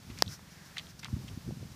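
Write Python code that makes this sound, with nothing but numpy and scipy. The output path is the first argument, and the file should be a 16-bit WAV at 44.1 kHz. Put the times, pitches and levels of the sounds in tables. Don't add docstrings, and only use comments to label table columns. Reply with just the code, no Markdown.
import sys
import numpy as np
from scipy import signal
from scipy.fft import rfft, irfft
from scipy.io import wavfile

SR = 44100
rng = np.random.default_rng(int(sys.argv[2]) if len(sys.argv) > 2 else 0)


def output_pcm(signal):
    pcm = np.clip(np.atleast_2d(signal).T, -1, 1) * 32767
    wavfile.write(sys.argv[1], SR, np.round(pcm).astype(np.int16))


N = 77175
TIME = np.arange(N) / SR


# f/Hz, level/dB, swell time/ms
KNOCK_MODES = [(460, -31.5, 1.03), (740, -10.5, 0.49), (1830, -22, 1.05), (3690, -10.5, 0.26),
               (4840, -26, 0.76), (5134, -6, .39), (7760, -22, 0.36), (9480, -29.5, 0.44),
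               (12300, -21.5, 0.27), (14750, -36, .56)]
def knock(at_s=.2223, lag_at_1khz_s=.00045, buzz_db=-38, buzz_t60_s=.018):
    age = TIME - at_s
    body = sum(damped(age - lag_at_1khz_s * np.sqrt(1000 / hz), [(hz, db, ms)])
               for hz, db, ms in KNOCK_MODES)
    buzz = rms_one(resonance(rng.standard_normal(N), hz=2700, width_hz=380))
    decay = (age > 0) * from_db(buzz_db - 60 * np.abs(age) / buzz_t60_s)
    return low_cut(body + buzz * decay, hz=160)


# f/Hz, level against the click/dB, t60/s
PART_MODES = [(2100, -26, 0.017), (2660, -35, 0.025), (3335, -30.5, 0.013), (4010, -56, 0.11),
              (4560, -36, 0.027), (6040, -55, 0.013), (8600, -52, .015)]
# t/s, peak level/dB, centre f/Hz, width/Hz, chatter against the click/dB
TAPS = [(.1810, -47, 5000, 4500, -16), (.1882, -28, 4950, 3570, -28), (0.1916, -37, 1600, 3000, -23),
        (.2622, -39, 3670, 1200, -19), (.2790, -31.5, 3780, 800, -28), (0.3932, -44, 800, 700, -30),
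        (0.7685, -32, 1840, 1100, -10), (0.77, -35.5, 2800, 2600, -13), (0.782, -23.5, 3040, 1700, -16.5),
        (.7838, -28.5, 3620, 4230, -25), (0.789, -30.5, 3200, 1700, -16), (.7960, -30.5, 3120, 1400, -20),
        (0.869, -40.5, 3500, 1500, -19), (0.9935, -37, 5040, 2000, -15.5), (0.9956, -41.5, 5800, 6000, -22),
        (1.0312, -39.5, 2870, 4440, -15.5), (1.0460, -24, 3480, 3560, -23), (1.0555, -35, 900, 1180, -22),
        (1.0839, -41, 970, 645, -26), (1.2810, -39, 2980, 1500, -18), (1.2873, -38.5, 3020, 1580, -15)]
def taps(chatter_t60_s=.017, ring_spread_db=2.9):
    out, age = np.zeros(N + SR), TIME[:SR // 10]
    for s, db, hz, width_hz, chatter_db in TAPS:
        contact = from_db(chatter_db - 60 * age / chatter_t60_s) * rng.standard_normal(len(age))
        contact[0] = 1
        ring = 0
        for mode_hz, mode_db, t60 in PART_MODES:
            decay = from_db(mode_db + rng.normal(0, ring_spread_db) - 60 * age / t60)
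            ring += decay * np.sin(2 * np.pi * mode_hz * age)
        tap = resonance(resonance(contact + ring, hz, width_hz), hz, width_hz)
        start = int(s * SR)
        out[start:start + len(age)] += from_db(db) * tap / np.abs(tap).max()
    return out[:N]


# middle t/s, half length/s, level/dB
SCUFFS = [(.108, 0.0059, -51), (.179, 0.0035, -52), (.2, .011, -53.5), (.771, 0.0078, -49),
          (.795, .011, -52.5), (1.035, 0.0036, -43), (1.058, 0.0082, -48.5)]
# f/Hz, relative level/dB
SCUFF_COLOUR = [(300, -22), (900, 3), (1400, 2.5), (2400, 9), (4400, -3), (5500, -11), (9000, -21),
                (15000, -30)]
def scuffs(grains_per_s=4200, spread_db=1.5):
    slips = (rng.random(N) < grains_per_s / SR) * rng.choice([-1, 1], N)
    strength = from_db(spread_db * np.minimum(rng.exponential(1, N), 3))
    return swells(SCUFFS) * coloured(slips * strength, SCUFF_COLOUR)


# middle t/s, half length/s, level/dB
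BRUSHES = [(.182, 0.011, -56), (.207, 0.0062, -52.5), (.30, 0.022, -54), (.335, 0.019, -49),
           (.525, 0.015, -59.5), (.66, 0.018, -57.5), (.90, 0.011, -55.5), (.997, 0.0045, -49.5),
           (1.285, .01, -57), (1.722, 0.0049, -56.5)]
# f/Hz, relative level/dB
BRUSH_COLOUR = [(600, -15), (1400, -3.5), (3100, -12), (4500, -4), (5600, 3), (7500, -9), (10700, -14),
                (15000, -13)]
def brushing():
    return swells(BRUSHES) * coloured(rng.standard_normal(N), BRUSH_COLOUR)


# t/s, level/dB
WIND_LEVEL = [(0, -57.5), (.08, -48), (.11, -42.5), (.14, -51), (.2, -44.5), (.23, -56.5), (.27, -40.5),
              (.34, -54), (.38, -60.5), (.75, -85), (.81, -62), (.87, -66), (1.02, -56), (1.11, -48.5),
              (1.17, -41.5), (1.28, -49), (1.32, -40), (1.36, -52), (1.44, -52.5), (1.48, -35.5),
              (1.55, -49), (1.63, -43.5), (1.75, -58.5)]
# f/Hz, relative level/dB
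WIND_COLOUR = [(20, -27), (40, -15.5), (65, -1.5), (110, 4), (200, -4.5), (320, -16.5), (500, -26.5),
               (900, -49), (2000, -49), (8000, -110)]
# t/s, level before the low cut/dB, half width/ms
BUFFETS = [(0.102, -31.5, 1.46), (0.119, -35, 2.05), (0.2716, -42.5, 1.96), (1.1312, -23.5, 1.41),
           (1.1405, -21.5, 2.27), (1.1673, -27.5, 1.31), (1.2470, -37, 1.28), (1.3150, -35, 2.3),
           (1.3764, -29, 1.35), (1.4800, -40, 1.05), (1.492, -29.5, 0.95), (1.509, -36.5, 0.46),
           (1.526, -31.5, 1.36), (1.573, -38, 1.2), (1.629, -39.5, 0.59), (1.718, -37, 2.34)]
def wind():
    eddies = 0
    for s, db, half_ms in BUFFETS:
        offset = (TIME - s) * 1000 / half_ms
        eddies += from_db(db) * (offset ** 2 - 1) * np.exp(-.5 * offset ** 2)
    rumble = level(WIND_LEVEL) * coloured(rng.standard_normal(N), WIND_COLOUR)
    return rumble + low_cut(eddies, hz=45)


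# f/Hz, level/dB, swell time/ms
EXHAUST_MODES = [(86, -54, 9), (138, -57.5, 7.2), (165.6, -48.5, 7.4), (286, -66, 4.7)]
def engine(first_s=.046, firings_per_s=21.25, jitter_s=.00017, spread_db=1):
    out = np.zeros(N)
    for s in np.arange(first_s, N / SR, 1 / firings_per_s):
        strength, late = rng.standard_normal(2)
        out += from_db(spread_db * strength) * damped(TIME - s - jitter_s * late, EXHAUST_MODES)
    return out


# t/s, level/dB
AIR_LEVEL = [(0, -57), (.15, -53), (.4, -57), (.62, -55.5), (.86, -53.5), (.94, -58.5), (1.1, -54.5),
             (1.25, -54), (1.5, -55), (1.75, -55.5)]
# f/Hz, relative level/dB
AIR_COLOUR = [(30, -20), (60, 7), (110, 9), (250, 4), (450, -3), (800, -3.5), (1200, -4), (1800, -5.5),
              (2700, -8), (4000, -7), (5500, -6), (8000, -13), (11000, -16), (15000, -16.5)]
def air():
    return level(AIR_LEVEL) * coloured(rng.standard_normal(N), AIR_COLOUR)


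# middle t/s, half length/s, level/dB
RUSH_SWELL = [(.63, .17, -62.5)]
def distant_rush(hz=1694, width_hz=770):
    band = resonance(resonance(rng.standard_normal(N), hz, width_hz), hz, width_hz)
    return swells(RUSH_SWELL) * rms_one(band)


def from_db(db):
    return 10 ** (np.asarray(db) / 20)


def rms_one(x):
    return x / np.sqrt(np.mean(x ** 2) + 1e-20)


def level(rows):
    return from_db(np.interp(TIME, *np.transpose(rows)))


def coloured(x, colour):
    hz, db = np.transpose(colour)
    bin_hz = np.maximum(np.arange(N // 2 + 1) * SR / N, 1)
    gain = from_db(np.interp(np.log(bin_hz), np.log(hz), db))
    return rms_one(irfft(rfft(x) * gain, N))


def swells(rows):
    return sum(from_db(db) * np.exp(-.5 * ((TIME - s) / half) ** 2) for s, half, db in rows)


def damped(age, modes):
    age = np.maximum(age, 0)
    out = 0
    for hz, db, swell_ms in modes:
        rise = age * 1000 / swell_ms
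        envelope = (rise * np.exp(1 - rise)) ** 2
        out += from_db(db) * envelope * np.sin(2 * np.pi * hz * age)
    return out


def resonance(x, hz, width_hz):
    r = np.exp(-np.pi * width_hz / SR)
    return signal.lfilter([1, 0, -1], [1, -2 * r * np.cos(2 * np.pi * hz / SR), r * r], x + 1e-18)


def low_cut(x, hz):
    return signal.sosfilt(signal.butter(2, hz, "high", fs=SR, output="sos"), x)


def scene():
    return (knock() + taps() + scuffs() + brushing() + wind() + engine() + air() + distant_rush())[None]


def record(dry, cutoff_hz=15000):
    return signal.sosfilt(signal.ellip(10, .2, 70, cutoff_hz, fs=SR, output="sos"), dry)


dry = scene()
out = record(dry)
output_pcm(out)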